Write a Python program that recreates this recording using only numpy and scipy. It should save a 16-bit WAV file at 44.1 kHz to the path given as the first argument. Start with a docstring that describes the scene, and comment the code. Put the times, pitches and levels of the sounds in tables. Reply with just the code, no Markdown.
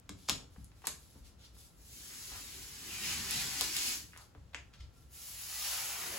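"""A garage, two closely spaced microphones by a car roof. A plastic spreader is put down; fingers
pick at application tape and peel it off the vinyl in two long pulls. Countless snapping threads of
glue hiss, shake the lifted strip and drum on the roof panel, all following the speed of the pull.
Plastic clicks, the loose strip crinkles, hands bump the sheet metal. Behind the handwork are a short
room echo, a low rumble and a faint whistle."""
import sys
import numpy as np
from scipy import signal
from scipy.fft import rfft, irfft
from scipy.io import wavfile

SR = 44100
rng = np.random.default_rng(int(sys.argv[2]) if len(sys.argv) > 2 else 0)


def inscribe(sig):
    """Save sig as 16-bit PCM at rate SR to the path in sys.argv[1].

    A 1-D sig is mono; a 2-D sig holds one channel per row.
    Samples are clipped to [-1, 1] before scaling.
    """
    pcm = np.round(np.clip(np.atleast_2d(sig).T, -1, 1) * 32767)
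    wavfile.write(sys.argv[1], SR, pcm.astype(np.int16))


N = 272744
TIME, FREQ = np.arange(N) / SR, np.arange(N // 2 + 1) * SR / N
HISS_BAND_HZ, FIZZ_BAND_HZ = (3000, 8000), (9500, 15500)
# The tape gives way and runs faster: start_s, length_s, speed_gain_db, ring_db (re the hiss)
SURGES = [(2.87, 0.12, 1, -7), (3.014, 0.11, 3, -8.5), (3.291, 0.13, 5, -16.5), (3.578, 0.064, 2.5, -15),
          (3.731, 0.18, 4, -16)]


def peel(pull, spectrum, hiss_db, rasp_db, fizz_db, drum_db, shudder_db,
         drum_low_hz, hollow_s, rasp_fall_db_per_s, drum_fall_db_per_s):
    """Glue threads snap; the lifted strip rasps with them and each tugs at the roof, which shudders."""
    speed_db = pull_speed(pull)
    away_s = np.abs(TIME - hollow_s)  # at hollow_s the peel line crosses the panel's most yielding part
    threads = snaps(per_s=9000, spread_db=1.5)
    tearing = shape(threads, from_db(along(spectrum)))
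    upper, top = above(3140), above(7540)
    hiss = unit(shape(tearing, upper - top * upper), HISS_BAND_HZ) * from_db(hiss_db + speed_db)
    # The other bands grow more slowly with speed than the hiss.
    fizz = unit(shape(tearing, top * upper), FIZZ_BAND_HZ) * from_db(fizz_db + 0.76 * speed_db)
    rasp = unit(shape(tearing, 1 - upper), band_hz=(800, 2400))
    rasp *= from_db(rasp_db + 0.81 * speed_db - rasp_fall_db_per_s * away_s)
    drum = unit(shape(panel(threads), above(drum_low_hz) * (1 - above(357))), band_hz=(130, 480))
    drum *= from_db(drum_db + 0.37 * speed_db - drum_fall_db_per_s * away_s)
    tugs = snaps(per_s=600, spread_db=1.5)
    shudder = unit(shape(panel(tugs), 1 - above(263)))
    shudder *= from_db(shudder_db + 0.41 * speed_db) * np.exp(-(away_s / 0.32) ** 2)
    # The taut strip rings during each surge.
    taut = sum(from_db(db) * stroke(s, length_s) for s, length_s, _, db in SURGES)
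    ring = unit(resonate_twice(threads, hz=2530, width_hz=1360)) * taut * from_db(hiss_db + speed_db)
    return hiss + rasp + ring + fizz + drum + shudder


def pull_speed(pull, brisk_db=-45, fade_s=0.04):
    """Speed of a pull in dB re a brisk one, with its surges; it dies away at both ends."""
    times_s, levels_db = np.transpose(pull)
    outside_s = np.maximum(times_s[0] - TIME, 0) + np.maximum(TIME - times_s[-1], 0)
    speed = from_db(np.interp(TIME, times_s, levels_db)) * np.exp(-(outside_s / fade_s) ** 2)
    surge_db = sum(db * stroke(s, length_s) for s, length_s, db, _ in SURGES)
    return 20 * np.log10(speed + 1e-9) - brisk_db + surge_db


def clicks(chatter_s=0.0013, chatter_db=-5):
    """Each sharp contact chatters briefly, makes a pop and knocks on the surface beneath."""
    # Spreader, nails and tape: start_s, level_db, centre_hz, width_hz, knock_db (re the level)
    contacts = [(0.0939, -17, 5570, 11000, 3.5), (0.2886, -5, 4570, 8060, 6),
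                (0.2962, 3.5, 3700, 4600, -19), (0.297, 2, 8550, 9050, -14),
                (0.3009, -10.5, 3000, 5000, 9.5), (0.6449, -20.5, 8800, 8000, -29),
                (0.718, -34, 2000, 3500, -6), (0.82, -31, 2000, 2970, 4), (0.87, 2, 8300, 8700, -12),
                (0.872, -0.5, 2380, 3560, -17), (0.8785, -16, 2000, 3000, 4), (1.567, -37, 2000, 3000, 8),
                (2.3189, -21.5, 2000, 3520, 6), (3.3098, -0.5, 7860, 9000, -21),
                (3.6102, 2.5, 5200, 13000, -7.5), (3.617, -9.5, 2200, 4000, 2), (3.767, 1, 5150, 9000, -23),
                (4.1337, -18.5, 1930, 1800, -18), (4.163, -25, 2000, 3000, 6.5),
                (4.1754, -20, 6640, 9800, -15), (4.35, -39.5, 2000, 3010, 17.5),
                (4.5464, -5, 2030, 2550, -5), (4.5472, -15, 6600, 3000, -22),
                (4.7382, -30, 3460, 9200, -10)]
    track = np.zeros(N)
    fading = np.exp(-3 * TIME[:256] / chatter_s)
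    for s, db, hz, width_hz, knock_db in contacts:
        chatter = rng.standard_normal(len(fading)) * fading
        contact = from_db(chatter_db) * chatter / np.linalg.norm(chatter)
        contact[0] = 1  # the main hit
        add(track, s, from_db(db) * np.convolve(contact / np.linalg.norm(contact), pop(hz, width_hz)))
        add(track, s, from_db(db + knock_db) * pop(hz=1110, width_hz=1170))
    return track


def spreader():
    """The plastic blade rings briefly as it is put down."""
    # The edge touches down: start_s, level_db
    taps = [(0.0923, -16.5), (0.2866, -9.5), (0.2962, -6)]
    # Blade modes: pitch_hz, width_hz, gain_db
    modes = [(1610, 200, -4.5), (2350, 490, 1.5), (3470, 420, 4.5), (5050, 700, -7), (6800, 690, -1.5)]
    force = np.zeros(N)
    for s, db in taps:
        add(force, s, from_db([db]))
    return sum(from_db(db) * resonate(force, hz, width_hz) for hz, width_hz, db in modes)


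def roof_bumps():
    """Pushes on the roof: the softer the contact, the longer it lasts and the deeper the thud."""
    # Blows on the sheet metal: start_s, push_db, contact_s
    blows = [(0.091, -2.5, 0.0024), (.101, 0.5, 0.0035), (0.289, 1.5, 0.0014), (.298, -5, 0.00094),
             (0.312, 3.5, 0.0023), (0.571, 4, 0.0056), (.590, -3, 0.0043), (0.872, -8.5, 0.00021),
             (0.88, -1, 0.0091), (1.152, -10, 0.0021), (1.204, 9.5, 0.015), (2.314, 8, 0.013),
             (2.596, 4, 0.011), (3.612, -3, 0.0007), (4.03, -4, 0.0043), (4.35, -14.5, 0.001),
             (4.369, 2.5, 0.0085), (4.546, -13, 0.00064), (4.794, 10.5, 0.011)]
    force = np.zeros(N)
    for s, db, contact_s in blows:
        push = np.hanning(int(contact_s * SR))
        add(force, s, from_db(db) * push / push.sum())
    return panel(force)


def panel(force):
    """The sheet-metal roof rings in its low modes, alternating in polarity."""
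    # Roof modes: pitch_hz, width_hz, gain_db
    modes = [(60.7, 16.4, 4.5), (100, 18.6, 4), (127.2, 23, 2), (174, 18, 4.5), (218.6, 26, -0.5),
             (281, 18, 4.5), (375, 77, -1.5), (457, 40, 1.5), (567, 82, -4), (780, 62, -4.5)]
    return sum((-1) ** k * from_db(db) * resonate(force, hz, width_hz)
               for k, (hz, width_hz, db) in enumerate(modes))


def finger_rubs(rub_db, fizz_db):
    """Skin and nails catch and slip on the tape's grain."""
    # Slides over the tape: start_s, length_s, level_db, top_db (extra gain of the fizz)
    slides = [(0.17, 0.19, -63.5, -3), (0.506, 0.14, -73.5, 1), (0.747, 0.14, -71, -1),
              (0.96, 0.24, -69.5, 1), (1.236, 0.046, -60, -7.5), (1.393, 0.068, -58.5, -11),
              (1.537, 0.13, -64, 2), (1.695, 0.073, -81.5, 5), (4.086, 0.08, -68, -1),
              (4.165, 0.07, -65, 0), (4.78, 0.066, -61.5, -31), (4.933, 0.11, -74, 2.5)]
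    # Spectrum of rubbing skin: frequency_hz, gain_db
    skin = [(200, -4.5), (600, -6.5), (1200, -6), (1900, -6.5), (3400, 4), (5000, 3.5), (7000, -4),
            (10500, -7.5), (15500, -20)]
    slips = shape(snaps(per_s=3500, spread_db=3.5), from_db(along(skin)))
    top = shape(slips, above(9700))
    rub = unit(slips - top, HISS_BAND_HZ) * from_db(rub_db)
    fizz = unit(top, FIZZ_BAND_HZ) * from_db(fizz_db)
    return sum(stroke(s, length_s) * from_db(db) * (rub + fizz * from_db(top_db))
               for s, length_s, db, top_db in slides)


def scuffs():
    """A fingertip lands and slides briefly: a swelling and fading swarm of tiny pops."""
    # Landings: start_s, level_db, centre_hz, width_hz, length_s
    landings = [(0.275, -16, 4500, 6000, 0.018), (0.557, -22, 700, 1200, 0.011),
                (0.835, -10, 960, 1410, 0.02), (0.848, -17, 4900, 10200, 0.016),
                (1.138, -29, 810, 1590, 0.047), (2.07, -11.5, 1800, 1200, 0.11),
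                (2.271, -11, 1290, 2450, 0.17), (4.529, -21, 1390, 3020, .014),
                (4.722, -26, 2500, 6000, 0.049), (4.801, -24, 2780, 5000, 0.014)]
    track = np.zeros(N)
    for s, db, hz, width_hz, length_s in landings:
        grip = np.hanning(int(length_s * SR))
        slips = rng.standard_normal(len(grip)) * grip / np.linalg.norm(grip)
        add(track, s, from_db(db) * np.convolve(slips, pop(hz, width_hz)))
    return track


def crinkle(level_db, start_s=4.125, length_s=0.1, first_hz=2200, last_hz=850, count=22):
    """The freed strip buckles in small pops that sink in pitch as it goes slack."""
    track = np.zeros(N)
    for slack in np.linspace(0, 1, count):
        late, detune, size = rng.standard_normal(3)
        hz = (first_hz + (last_hz - first_hz) * slack) * np.exp(0.23 * detune)
        s = start_s + length_s * slack + 0.00204 * late
        add(track, s, from_db(level_db + 2.5 * slack + 1.3 * size) * pop(hz, width_hz=750))
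    return track


def room(x, wet_db, dull_hz, places, treble_t60_s=0.29, bass_t60_s=0.49, bounce_s=0.004, bounce_db=-11):
    """Direct sound, one bounce off a near surface, and a short tail that differs from place to place."""
    # Where the hands work: time_s, left_microphone_lead_ms
    hands = [(.3, -.02), (.6, 0.1), (2.2, 0.15), (3.3, 0.079), (3.9, 0.14), (6.1, -0.034)]
    size, hop = SR // 3, N // places
    noise, age_s = shape(diffuse(), 1 - above(dull_hz)), TIME[:size]
    treble = shape(noise, above(620))
    bass = noise - treble
    build_up = 1 - np.exp(-age_s / 0.002)
    fast, slow = (build_up * from_db(-60 * age_s / t60) for t60 in (treble_t60_s, bass_t60_s))
    wet = np.zeros((2, N))
    for start in range(-hop, N, hop):
        near = np.arange(max(start, 0), min(start + 2 * hop, N))
        part = x[near] * np.sin(np.pi * (near - start) / (2 * hop))  # equal-power fade between places
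        pick = rng.integers(N - size)
        tails = treble[:, pick:pick + size] * fast + bass[:, pick:pick + size] * slow
        for channel, tail in zip(wet, tails / np.linalg.norm(fast)):
            add(channel, near[0] / SR, signal.fftconvolve(part, tail))
    top = shape(x, above(5240))  # reaches both microphones together
    lead_s = np.interp(TIME, *np.transpose(hands)) / 1000
    direct = top + np.array([np.interp(TIME + side * lead_s / 2, TIME, x - top) for side in (1, -1)])
    bounce = from_db(bounce_db) * np.interp(TIME - bounce_s, TIME, x)
    return direct + bounce + from_db(wet_db) * wet


def rumble(level_db):
    """Room tone: a steady low rumble with a faint hiss on top."""
    # Spectrum of the garage: frequency_hz, gain_db
    spectrum = [(20, -33), (32, -18), (42, -9), (62, -0.5), (80, -5.5), (120, -9), (180, -16), (300, -21),
                (550, -25.5), (1100, -30.5), (1400, -32.5), (2000, -35), (6000, -39), (15500, -49)]
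    return unit(shape(diffuse(), from_db(along(spectrum)))) * from_db(level_db)


def whistle():
    """A narrow, wavering line of noise from somewhere in the room."""
    # Rise and fall of the whistle: time_s, level_db
    levels = [(0.05, -83), (4.65, -87.5), (4.8, -77), (5.0, -81), (5.35, -77), (5.6, -86)]
    line = resonate_twice(diffuse(), hz=1358, width_hz=44)
    return unit(line) * from_db(np.interp(TIME, *np.transpose(levels)))


def diffuse():
    """Noise from all sides as two closely spaced microphones hear it."""
    # Likeness of left and right: frequency_hz, correlation (0-1)
    likeness = [(60, 0.9), (250, 0.67), (700, 0.07), (2300, 0.41), (4000, 0.22), (6000, 0), (7500, 0.99),
                (9000, 0.92)]
    alike = along(likeness)
    mid, side = (shape(rng.standard_normal(N), np.sqrt((1 + sign * alike) / 2)) for sign in (1, -1))
    return np.array([mid + side, mid - side])


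def snaps(per_s, spread_db):
    """Tiny impulses at random moments, a few much larger than the rest."""
    impulses = (rng.random(N) < per_s / SR) * rng.standard_normal(N)
    return impulses * from_db(spread_db * np.minimum(rng.exponential(size=N), 5))


def stroke(start_s, length_s, attack_s=0.034, release_s=0.04):
    """One hand movement sets in, holds and lets go."""
    rise = np.clip((TIME - start_s) / attack_s + .5, 0, 1)
    return rise * np.clip((start_s + length_s - TIME) / release_s + .5, 0, 1)


def pop(hz, width_hz):
    """A heavily damped ring of plastic or film."""
    return resonate_twice(signal.unit_impulse(1024), hz, width_hz)


def resonate(x, hz, width_hz):
    """Two-pole resonance, gain 1 at its centre."""
    w = np.tan(np.pi * hz / SR)
    k = w * width_hz / hz
    return signal.lfilter([k, 0, -k], [1 + k + w * w, 2 * (w * w - 1), 1 - k + w * w], x)


def resonate_twice(x, hz, width_hz):
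    """Two equal resonances in series, steep on both sides."""
    return resonate(resonate(x, hz, width_hz), hz, width_hz)


def from_db(db):
    """Decibels to gain."""
    return 10 ** (np.asarray(db) / 20)


def along(points):
    """A table over log frequency, read at every bin."""
    hz, value = np.transpose(points)
    return np.interp(np.log(np.maximum(FREQ, 1)), np.log(hz), value)


def above(hz):
    """Gain of a steep high-pass."""
    return FREQ ** 4 / (FREQ ** 4 + hz ** 4)


def shape(x, gain):
    """Filter by a gain for each bin."""
    return irfft(rfft(x) * gain, N)


def unit(x, band_hz=(0, SR)):
    """Scale to rms 1 within a band."""
    in_band = shape(x, (FREQ >= band_hz[0]) & (FREQ <= band_hz[1]))
    return x / np.sqrt(np.mean(in_band ** 2))


def add(track, start_s, sound):
    """Lay a sound into a track."""
    start = int(start_s * SR)
    track[start:start + len(sound)] += sound[:N - start]


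def scene():
    """All the handwork sounds in the same garage, over its room tone."""
    # Speed of each pull, on the decibel scale of the glue's hiss: time_s, speed_db
    first_pull = [(1.8, -70), (1.92, -55.5), (2.26, -50.5), (2.74, -54.5), (3.11, -42), (3.23, -45),
                  (3.32, -43), (3.93, -41), (4.06, -69.5)]
    second_pull = [(5.08, -87), (5.132, -59.5), (5.216, -54.5), (5.432, -50.5), (5.674, -40.5), (5.91, -46),
                   (6.18, -48)]
    # Spectrum of the peeling: frequency_hz, first_pull_db, second_pull_db
    spectra = [(200, -15.5, -35), (545, -25, -9), (730, -10.5, -0.5), (1110, -9.5, 0), (1680, -5, -0.5),
               (2900, -1, 0.5), (3400, -1.5, -3.5), (4660, 3.5, -2), (6600, 3.5, -2), (8140, 1.5, -4),
               (9900, 2, -1), (16500, -5, -6.5)]
    hz, first_db, second_db = np.transpose(spectra)
    first = peel(first_pull, np.c_[hz, first_db],
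                 hiss_db=-53, rasp_db=-56, fizz_db=-55, drum_db=-66, shudder_db=-59.5,
                 drum_low_hz=220, hollow_s=3.193, rasp_fall_db_per_s=8, drum_fall_db_per_s=6.5)
    second = peel(second_pull, np.c_[hz, second_db],
                  hiss_db=-52.5, rasp_db=-52.5, fizz_db=-50.5, drum_db=-60.5, shudder_db=-73.5,
                  drum_low_hz=400, hollow_s=6.17, rasp_fall_db_per_s=15, drum_fall_db_per_s=46)
    rubs = finger_rubs(rub_db=-9, fizz_db=-6.5)
    tape = room(first + second + rubs, wet_db=4.5, dull_hz=18160, places=140)
    handling = clicks() + spreader() + scuffs() + crinkle(level_db=-26.5)
    taps = room(handling, wet_db=-1, dull_hz=11400, places=12)
    roof = room(roof_bumps(), wet_db=-2, dull_hz=8040, places=6)
    return tape + taps + roof + rumble(level_db=-60) + whistle()


def record(dry):
    """The two microphones differ a little in colour and the left lags in the treble; the top is cut."""
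    treble_lag_s, split_hz, top_hz = 2.38e-4, 7000, 15900
    # Balance of the pair: frequency_hz, left_over_right_db
    balance_db = along([(60, 1.1), (250, .8), (700, 2.5), (2200, -0.5),
                        (4600, 3.0), (6200, 0.0), (7500, 0.5), (9000, 0)])
    turns = treble_lag_s * np.minimum(split_hz - FREQ, 0)
    microphones = np.array([from_db(balance_db / 2) * np.exp(2j * np.pi * turns),
                            from_db(-balance_db / 2)])
    low_pass = signal.ellip(10, .1, 80, top_hz, fs=SR, output="sos")
    return signal.sosfilt(low_pass, shape(dry, microphones))


dry = scene()
out = record(dry)
inscribe(out)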